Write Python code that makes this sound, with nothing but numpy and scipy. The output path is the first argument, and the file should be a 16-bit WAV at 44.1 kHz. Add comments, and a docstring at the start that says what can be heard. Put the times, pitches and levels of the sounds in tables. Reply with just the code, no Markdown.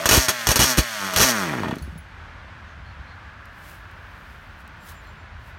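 """On a lawn, a model car's two-stroke engine runs badly: it catches in short banging bursts and
coasts between them. Exhaust pulses puff, bark and rasp through a ringing pipe while the gears whirr.
It runs down with slack knocks, rocks against its compression and stops with small metal pings.
Far traffic and small birds remain, and clothes swish as someone bends over the car."""
import sys
import numpy as np
from scipy import signal
from scipy.fft import rfft, irfft, next_fast_len
from scipy.io import wavfile
from scipy.ndimage import uniform_filter1d

SR = 44100
rng = np.random.default_rng(int(sys.argv[2]) if len(sys.argv) > 2 else 0)


def write(x):
    x = np.atleast_2d(x).T
    wavfile.write(sys.argv[1], SR, np.round(np.clip(x, -1, 1) * 32767).astype(np.int16))


N = 246078
TIME = np.arange(N) / SR
FFT_SIZE = next_fast_len(N + SR // 4, real=True) * 2
FREQ = np.maximum(np.arange(FFT_SIZE // 2 + 1) * SR / FFT_SIZE, 1)

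# revs of the crank: (start [s], end [s], top speed [turns/s], drag afterwards [turns/s per s])
REVS = [(0.079, 0.166, 137.5, 140), (0.283, 0.304, 128.5, 114), (0.467, 0.521, 117, 125),
        (0.569, 0.647, 137.5, 190), (.77, .81, 125.5, 136), (1.017, 1.051, 97.5, 85),
        (1.175, 1.25, 134.5, 250)]
# how much charge the engine draws: (time [s], throttle [0-1])
THROTTLE = [(0, .3), (.19, .8), (.26, .2), (.45, .15), (.71, .8), (.79, .2), (.91, .03), (.98, 0.12),
            (1.045, 0.79), (1.12, 0.4), (1.205, .98), (1.73, 0.94)]
# stretches of clean firing on every turn: (start [s], end [s])
CLEAN_FIRING = [(.11, 0.26), (.625, .725), (1.2, 1.308)]
# exhaust mix: (throttle shut [dB], full-throttle boost [dB], firing boost [dB], cut at standstill [dB])
PUFF_MIX = (-51.5, 22, 2, -4)
BARK_MIX = (-33.5, 8.5, 3.5, 14.5)
RASP_MIX = (-40.5, 8, 13.5, 31.5)
# ring of the pipe and chassis, and of the drive casing: (pitch [Hz], width [Hz], gain [dB])
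PIPE_MODES = [(657, 57, -1), (908, 50, -13), (1140, 430, 3.5), (1440, 57, 3.5), (1630, 88.7, -1),
              (1840, 100, 5), (2442, 71, 6), (2650, 43, 5), (2925, 64, 9), (3045, 60, -5.5), (3308, 80, 7),
              (3917, 52, 0), (4170, 140, -2.5), (4500, 56, 4.5), (5570, 110, 6), (6020, 110, 3.5),
              (6550, 120, 3), (8430, 620, -3.5), (12100, 500, 0)]
CASING_MODES = [(2970, 67, -3), (3350, 200, 0.5), (4450, 360, -3), (5570, 170, -2), (6450, 300, -4.5),
                (8300, 440, -4)]
# tone colour of each layer: (frequency [Hz], relative level [dB])
PUFF_EQ = [(30, -24.5), (70, -3.5), (115, 3), (230, 6), (340, 3), (480, -5.5), (800, -37), (2000, -71.5)]
BARK_EQ = [(200, -42), (420, -7), (600, 0), (1000, -3), (1600, 0), (2200, -0.5), (2800, -15), (5000, -26.5),
           (16000, -66.5)]
RASP_EQ = [(700, -31), (2000, -7.5), (3000, -6.5), (5000, 0.5), (6600, 1.5), (7400, -4.5), (10000, -7),
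           (13000, -6.5), (16000, -15)]
WHIRR_EQ = [(900, -16), (2000, 5.5), (4500, -1), (6500, -4), (8000, -7.5), (10500, -10), (13000, -8),
            (16000, -15.5)]
HUSH_EQ = [(76, -23.5), (130, -6), (268, -11.5), (378, -15.5), (462, -16.5), (589, -12), (720, -12),
           (954, -9), (1270, -9), (1460, -6), (3200, -20), (4240, -26), (6210, -34), (7600, -40.5),
           (16000, -58.5)]
TYRE_EQ = [(700, -33.5), (1150, -3.5), (1450, -2.5), (1700, 2.5), (2000, -17.5), (3000, -43.5)]
RUMBLE_EQ = [(12, -44), (20, -19), (29, -14), (38, -1), (81, 3), (97, -1.5), (118, -8.5), (171, -13.5),
             (220, -22.5), (290, -43.5), (480, -120)]
BANG_EQ = [(40, -15.5), (150, -0.5), (400, 4), (700, -1.5), (1500, -1.5), (3000, -2.5), (5000, -0.5),
           (6600, 1.5), (7500, -4), (13000, -5), (16000, -13)]
GUST_EQ = [(30, -15), (60, -2.5), (120, -11.5), (190, 1), (350, -3), (600, -18), (2000, -57.5)]
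KNOCK_EQ = [(300, -14), (900, 7.5), (1700, -9), (3500, -7), (5000, -20), (8000, -24), (16000, -33)]
CLOTH_EQ = [(1500, 1), (3500, 3), (6000, -0.5), (9000, -1), (12500, 0.5), (16000, 1)]
# fader rides for silencer hum, traffic hush and traffic rumble: (time [s], relative level [dB])
HUM_FADER = [(0, -31), (.35, -43.5), (1.05, -42.5), (1.27, -33.5), (1.42, -47)]
HUSH_FADER = [(2, -46), (2.2, -43.5), (2.7, -44.5), (5.58, -45)]
RUMBLE_FADER = [(1.3, -69), (1.9, -44.5), (2.8, -42), (3.6, -47), (5.58, -43.5)]
# loose metal parts are flicked: (time [s], pitch [Hz], level [dB], time to fall 60 dB [s])
PINGS = [(.0425, 10400, -47, 0.091), (1.757, 6170, -40.5, 0.028), (1.785, 4230, -40.5, 0.047),
         (1.823, 10200, -47, 0.16), (1.825, 4420, -49, 0.083), (1.978, 10700, -45.5, 0.1)]
# the mixture catches, one bang a turn: (start [s], length [s], relative bang [dB], relative thump [dB])
BANG_BURSTS = [(.057, .003, -13, -23.5), (0.0906, .003, -9, -33.5), (.111, .06, -12, -15),
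               (0.176, .003, -18, -7), (0.2844, .011, -14, -25.5), (0.47, .003, -13.5, -21),
               (.489, .003, -14.5, -12), (.507, .012, -15, -21), (0.5583, .012, -15, -25.5),
               (0.5925, .055, -12.5, -11.5), (0.7734, .003, -19, -55), (.781, .003, -14.5, -8),
               (0.7865, .003, -13.5, -4), (1.137, .003, -26, -47.5), (1.162, .024, -14.5, -21),
               (1.2024, .043, -13.5, -19.5)]
# hits of the slack drive train, the rocking piston, and clothes and grass: (time [s], relative level [dB])
KNOCKS = [(1.532, -21), (1.633, -20), (1.646, -21.5), (1.682, -19), (1.710, -20.5), (1.731, -29)]
PISTON_ROCKS = [(1.816, -26), (1.877, -26.5), (1.925, -36), (1.957, -31.5)]
DRY_TICKS = [(3.456, -39), (3.9125, -44), (4.3244, -48.5), (4.4383, -53), (4.6773, -38), (5.0719, -46)]
# bird calls: (start [s], length [s], start pitch [Hz], end pitch [Hz], level [dB])
CHIRPS = [(2.66, 0.093, 6500, 6000, -66), (2.84, .09, 4300, 4200, -58), (3.06, 0.096, 4200, 4250, -56.5),
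          (4.78, .11, 7650, 7100, -65), (4.932, 0.094, 7400, 7000, -60), (5.033, 0.079, 4200, 4250, -59),
          (5.05, .09, 7380, 7200, -66), (5.164, .08, 7260, 7180, -68.5)]
# movements of the clothes: (peak time [s], swell time [s], level [dB])
SWISHES = [(3.7, 0.066, -50), (4.3, .33, -64.5), (4.605, .018, -60), (4.895, 0.032, -46.5),
           (5.05, 0.12, -66.5), (5.48, 0.046, -61.5)]


def from_db(db):
    """Decibels to gain."""
    return 10 ** (np.asarray(db) / 20)


def unit_rms(x):
    """Scale to rms 1."""
    return x / np.sqrt(np.mean(x ** 2) + 1e-20)


def automation(rows):
    """A (time, value) curve at every sample."""
    return np.interp(TIME, *np.transpose(rows))


def drift(per_s):
    """A wobble that glides between random values of spread 1."""
    knots = rng.standard_normal(4096)
    return np.interp(TIME * per_s, np.arange(len(knots)), knots)


def eq(curve):
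    """Causal (minimum-phase) frequency response of an EQ curve."""
    hz, db = np.transpose(curve)
    cepstrum = irfft(np.log(from_db(np.interp(np.log(FREQ), np.log(hz), db))))
    cepstrum[1:FFT_SIZE // 2] *= 2
    cepstrum[FFT_SIZE // 2 + 1:] = 0
    return np.exp(rfft(cepstrum))


def resonances(modes):
    """Response of a ringing body: a direct path plus its modes."""
    return 1 + sum(from_db(db) / (1 + 2j * (FREQ - hz) / width) for hz, width, db in modes)


def through(x, response):
    """Pass a sound through a frequency response."""
    return irfft(rfft(x, FFT_SIZE) * response)[:N]


def noise(curve):
    """Coloured noise, rms 1."""
    return unit_rms(through(rng.standard_normal(N), eq(curve)))


def levelled(x, window_s=0.07):
    """Even out the slow level and keep the pulses."""
    half = int(window_s * SR / 2)
    power = np.abs(uniform_filter1d(uniform_filter1d(x ** 2, 2 * half), half))
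    return x / np.sqrt(power + 1e-5 * power.max())


def noise_tails(pulses, rough, decay_s):
    """Give each pulse a dying tail of noise; rough is its size beside the pulse."""
    pole = np.exp(-1 / (decay_s * SR))
    power = signal.lfilter([1 - pole], [1, -pole], pulses ** 2 + 1e-18)
    return pulses + rough * np.sqrt(power) * rng.standard_normal(N)


def clicks(rows):
    """One impulse for each (time, level) row."""
    out = np.zeros(N)
    for s, db in rows:
        out[int(s * SR)] += from_db(db)
    return out


def crank_speed(idle_speed=83.3, drag_ease_s=2.05):
    """Turns per second: each rev lifts the speed, then a weakening drag wears it down."""
    speed = np.full(N, idle_speed)
    for start, end, top, drag in REVS:
        rising = np.interp(TIME, [start, end], [speed[int(start * SR)], top])
        lost = drag * drag_ease_s * (1 - np.exp(-np.maximum(TIME - end, 0) / drag_ease_s))
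        speed = np.where(TIME < start, speed, rising - lost)
    return np.maximum(speed, 16)


def exhaust_levels(throttle, slack, release_s=.025):
    """Puff, bark and rasp in dB: throttle and firing lift all three; a slow crank favours the puff."""
    lit = sum(np.interp(TIME, [on - release_s, on, off, off + release_s], [0, 1, 1, 0])
              for on, off in CLEAN_FIRING)
    return [shut + opened * throttle + fired * lit - slowed * slack
            for shut, opened, fired, slowed in (PUFF_MIX, BARK_MIX, RASP_MIX)]


def port_pulses(turns, second, uneven_db, second_at=.56, jitter_s=1.5e-5):
    """One pulse as the exhaust port opens and a weaker second just over half a turn later."""
    whole_turns = np.arange(np.ceil(turns[0]), 1)
    out = np.zeros(N)
    for offset, strength in ((0, np.ones(N)), (second_at, second)):
        timing, force = rng.standard_normal((256, 2))[:len(whole_turns)].T
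        onsets = np.interp(whole_turns + offset, turns, TIME) + jitter_s * timing
        at = np.clip(onsets * SR, 0, N - 1).astype(int)
        out[at] += strength[at] * from_db(uneven_db * force)
    return out


def exhaust_puff(turns, throttle, slack):
    """Low puffs of gas from the port; the throttle brings up each turn's second pulse."""
    pulses = port_pulses(turns, second=.054 + .45 * throttle, uneven_db=.5, second_at=.54)
    breathy = noise_tails(pulses, rough=.04 + .65 * slack, decay_s=.016)
    return levelled(through(breathy, eq(PUFF_EQ)))


def rattle(per_s, spread_db):
    """Loose parts touch at random moments and with uneven force."""
    touches = rng.random(N) < per_s / SR
    force = from_db(spread_db * np.clip(rng.standard_normal(N), -2, 2))
    return touches * force * rng.choice([-1, 1], N)


def exhaust_bark(turns, slack, pipe):
    """Port pulses ring the pipe in the mids; a slow drive train adds backlash clatter."""
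    pulses = port_pulses(turns, second=np.full(N, .55), uneven_db=1.3)
    breathy = noise_tails(pulses, rough=.5 + 1.3 * slack, decay_s=.012)
    clatter = 1.9 * slack * rattle(per_s=190, spread_db=4)
    return levelled(through(breathy + clatter, eq(BARK_EQ) * pipe))


def gear_buzz(turns, slack, teeth=14.5, backlash_rad=7):
    """Each kick of the crank rattles the gear teeth: a buzz that follows speed and frays with slack."""
    out, play = 0, backlash_rad * slack * drift(150)
    for offset, strength in ((0, 1), (.55, .591)):
        since_kick = (turns - offset) % 1
        out = out + strength * np.sin(2 * np.pi * teeth * since_kick + play) * np.exp(-11 * since_kick)
    return levelled(out * (1 + .2 * drift(200)))


def exhaust_rasp(turns, slack, firing, pipe):
    """The bright edge of the exhaust: tight when firing, mostly rushing air on weak strokes."""
    pulses = port_pulses(turns, second=.6 * (1 - slack), uneven_db=1.5)
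    breathy = noise_tails(pulses, rough=1.2 - .47 * firing, decay_s=.0045)
    return levelled(through(breathy, eq(RASP_EQ) * pipe)) * (1 - slack) ** 2


def silencer_hum(turns, hum_hz=645, width_hz=45):
    """The strokes keep one narrow resonance of the silencer ringing."""
    pulses = port_pulses(turns, second=np.full(N, .5), uneven_db=-1.5)
    cavity = 1 / (1 + 2j * (FREQ - hum_hz) / width_hz) ** 2
    hum = levelled(through(noise_tails(pulses, rough=.1, decay_s=.008), cavity))
    return from_db(automation(HUM_FADER)) * hum


def running_engine(speed, pipe, last_turn_s=1.767, stall_s=1.73, stall_db_per_s=210):
    """The crank drives puff, bark, gear buzz, rasp and hum, which all die away at the stall."""
    turns = np.cumsum(speed) / SR
    turns -= np.interp(last_turn_s, TIME, turns)   # the count reaches zero on the last turn
    slack = np.clip(1 - speed / 100, 0, 1)   # the drive loosens below 100 turns/s
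    throttle = automation(THROTTLE)
    puff_db, bark_db, rasp_db = exhaust_levels(throttle, slack)
    firing = np.minimum(from_db(rasp_db + 25), 1)   # full once the rasp reaches -25 dB
    gear_gain = from_db(2) * (1 - slack) ** 2 * (1 - .5 * firing) * (1 - .3 * throttle)
    lows = from_db(puff_db) * exhaust_puff(turns, throttle, slack)
    bark = exhaust_bark(turns, slack, pipe)
    mids = from_db(bark_db) * levelled(bark + gear_gain * gear_buzz(turns, slack))
    highs = from_db(rasp_db) * exhaust_rasp(turns, slack, firing, pipe)
    fade = from_db(-stall_db_per_s * np.maximum(TIME - stall_s, 0))
    return fade * (lows + mids + highs + silencer_hum(turns))


def drive_whirr(level_db=-34, grit_db=-5, spin_down_s=1.41, fade_db_per_s=51):
    """Gears and clutch spin with a gritty whirr that rings in their casing and fades as they run down."""
    grains = noise_tails(rattle(per_s=260, spread_db=3), rough=3, decay_s=.003)
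    grit = from_db(grit_db) * unit_rms(through(grains, eq(WHIRR_EQ)))
    whirr = unit_rms(through(noise(WHIRR_EQ) + grit, resonances(CASING_MODES)))
    return from_db(level_db - fade_db_per_s * np.maximum(TIME - spin_down_s, 0)) * whirr


def far_traffic(tyre_db=-50.5, nearest_s=3.55, pass_s=.83):
    """A bed of smooth hush and uneven rumble; one vehicle's tyres sing louder as it draws near."""
    hush = from_db(automation(HUSH_FADER) - 1.1 + .4 * drift(12)) * noise(HUSH_EQ)
    distance = np.hypot(1, (TIME - nearest_s) / pass_s)
    tyres = from_db(tyre_db + 1.2 * drift(17)) / distance * noise(TYRE_EQ)
    rumble = from_db(automation(RUMBLE_FADER) + .8 * drift(18)) * noise(RUMBLE_EQ)
    return hush + tyres + rumble


def metal_pings(overtone_ratio=1.46, overtone_db=-6):
    """Small steel parts buzz against their seats: a noisy attack, an unsteady tone and one overtone."""
    out, t = np.zeros(N), TIME[:SR // 4]
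    for s, hz, db, t60 in PINGS:
        phase = 2 * np.pi * np.cumsum(hz * (1 + .012 * drift(900)[:len(t)])) / SR
        tone = np.sin(phase) + from_db(overtone_db) * np.sin(phase * overtone_ratio)
        contact = np.exp(-t / .0039) * rng.standard_normal(len(t))
        flutter = 1 + .5 * drift(400)[:len(t)]
        out[int(s * SR):][:len(t)] += from_db(db - 60 * t / t60) * (tone * flutter + contact)
    return out


def thump(start_hz, end_hz, glide_s, decay_s):
    """A slug of gas leaves the pipe: a low swing that sinks in pitch."""
    t = TIME[:SR // 5]
    hz = end_hz + (start_hz - end_hz) * np.exp(-t / glide_s)
    return np.sin(2 * np.pi * np.cumsum(hz) / SR) * np.exp(-t / decay_s)


def bangs(speed, pipe, bang_fade_db=.76, thump_fade_db=1.8, weak_turn_db=-9):
    """Unburnt mixture explodes: a crack, a jet of noise, and a thump that is full on every other turn."""
    cracks, slugs = np.zeros((2, N))
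    for s, length, bang_db, thump_db in BANG_BURSTS:
        at = int(s * SR)
        for turn, luck in enumerate(rng.standard_normal(16)):
            cracks[at] += from_db(bang_db - bang_fade_db * turn + .8 * luck)
            slugs[at] += from_db(thump_db - thump_fade_db * turn + luck + weak_turn_db * (turn % 2))
            at += int(SR / speed[at])
            if at > (s + length) * SR:
                break
    t = TIME[:SR // 4]
    # snap, body and tail of each jet
    envelope = 2.7 * np.exp(-t / .0005) + .98 * np.exp(-t / .013) + from_db(-5) * np.exp(-t / .018)
    jet_power = np.abs(signal.fftconvolve(cracks ** 2, envelope ** 2)[:N])
    jet = np.sqrt(jet_power) * rng.standard_normal(N)
    colour = eq(BANG_EQ) * pipe
    blast = through(8 * cracks + jet, colour / np.sqrt(np.mean(np.abs(colour) ** 2)))
    gust = through(noise_tails(slugs, rough=1, decay_s=.0052), eq(GUST_EQ))   # each slug breaks up
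    swing = thump(start_hz=189, end_hz=54, glide_s=.003, decay_s=.0099)
    thumps = signal.fftconvolve(slugs, swing)[:N]
    return from_db(-3.5) * blast + from_db(30) * gust + from_db(2.5) * thumps


def drive_knocks(pipe):
    """As the engine stalls, the slack drive train sends dull metal knocks through the chassis."""
    hits = noise_tails(clicks(KNOCKS), rough=3.35, decay_s=.0037)
    return from_db(10.5) * through(hits, eq(KNOCK_EQ) * pipe)


def piston_rocking():
    """The stalled piston rocks against its compression and pushes out soft puffs."""
    body = thump(start_hz=184, end_hz=157, glide_s=.004, decay_s=.01)
    weight = thump(start_hz=88, end_hz=64.8, glide_s=.016, decay_s=.043)
    pushes = noise_tails(clicks(PISTON_ROCKS), rough=.9, decay_s=.0081)
    return signal.fftconvolve(pushes, body + .45 * weight)[:N]


def birds():
    """Far birds: high ones whistle thinly, lower ones rasp."""
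    out, waver = np.zeros(N), drift(600)
    for s, length, start_hz, end_hz, db in CHIRPS:
        progress = np.clip((TIME - s) / length, 0, 1)
        rasp = .008 if start_hz > 6900 else .04
        hz = (start_hz + (end_hz - start_hz) * progress) * (1 + rasp * waver)
        out += from_db(db) * np.sin(np.pi * progress) * np.sin(2 * np.pi * np.cumsum(hz) / SR)
    return out


def clothes(fall_to_swell=.74, tick_gain_db=3):
    """Fabric slides over fabric in soft swishes, with a few dry ticks of cloth and grass."""
    power = 0
    for s, swell_s, db in SWISHES:
        from_peak = np.maximum(s - TIME, (TIME - s) / fall_to_swell) / swell_s
        power = power + (from_db(db) * np.exp(.5 - np.hypot(.5, from_peak))) ** 2
    swish = np.sqrt(power) * from_db(1.5 * drift(200)) * noise(CLOTH_EQ)
    ticks = through(noise_tails(clicks(DRY_TICKS), rough=1.6, decay_s=.0018), eq(CLOTH_EQ))
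    return swish + from_db(tick_gain_db) * ticks


def scene():
    """Mono mix: the car up front, the quiet outdoors behind it."""
    speed, pipe = crank_speed(), resonances(PIPE_MODES)
    car = running_engine(speed, pipe) + bangs(speed, pipe) + drive_whirr()
    car = car + drive_knocks(pipe) + piston_rocking() + metal_pings()
    return (car + far_traffic() + birds() + clothes())[None]


def record(dry, low_cut_hz=32, ceiling=.68, high_cut_hz=15900):
    """Master chain: trim the deepest bass, round off the loudest peaks, cut the very top."""
    sound = signal.sosfilt(signal.butter(2, low_cut_hz, "high", fs=SR, output="sos"), dry)
    sound = ceiling * np.tanh(sound / ceiling)
    return signal.sosfilt(signal.ellip(10, .1, 70, high_cut_hz, fs=SR, output="sos"), sound)


dry = scene()
out = record(dry)
write(out)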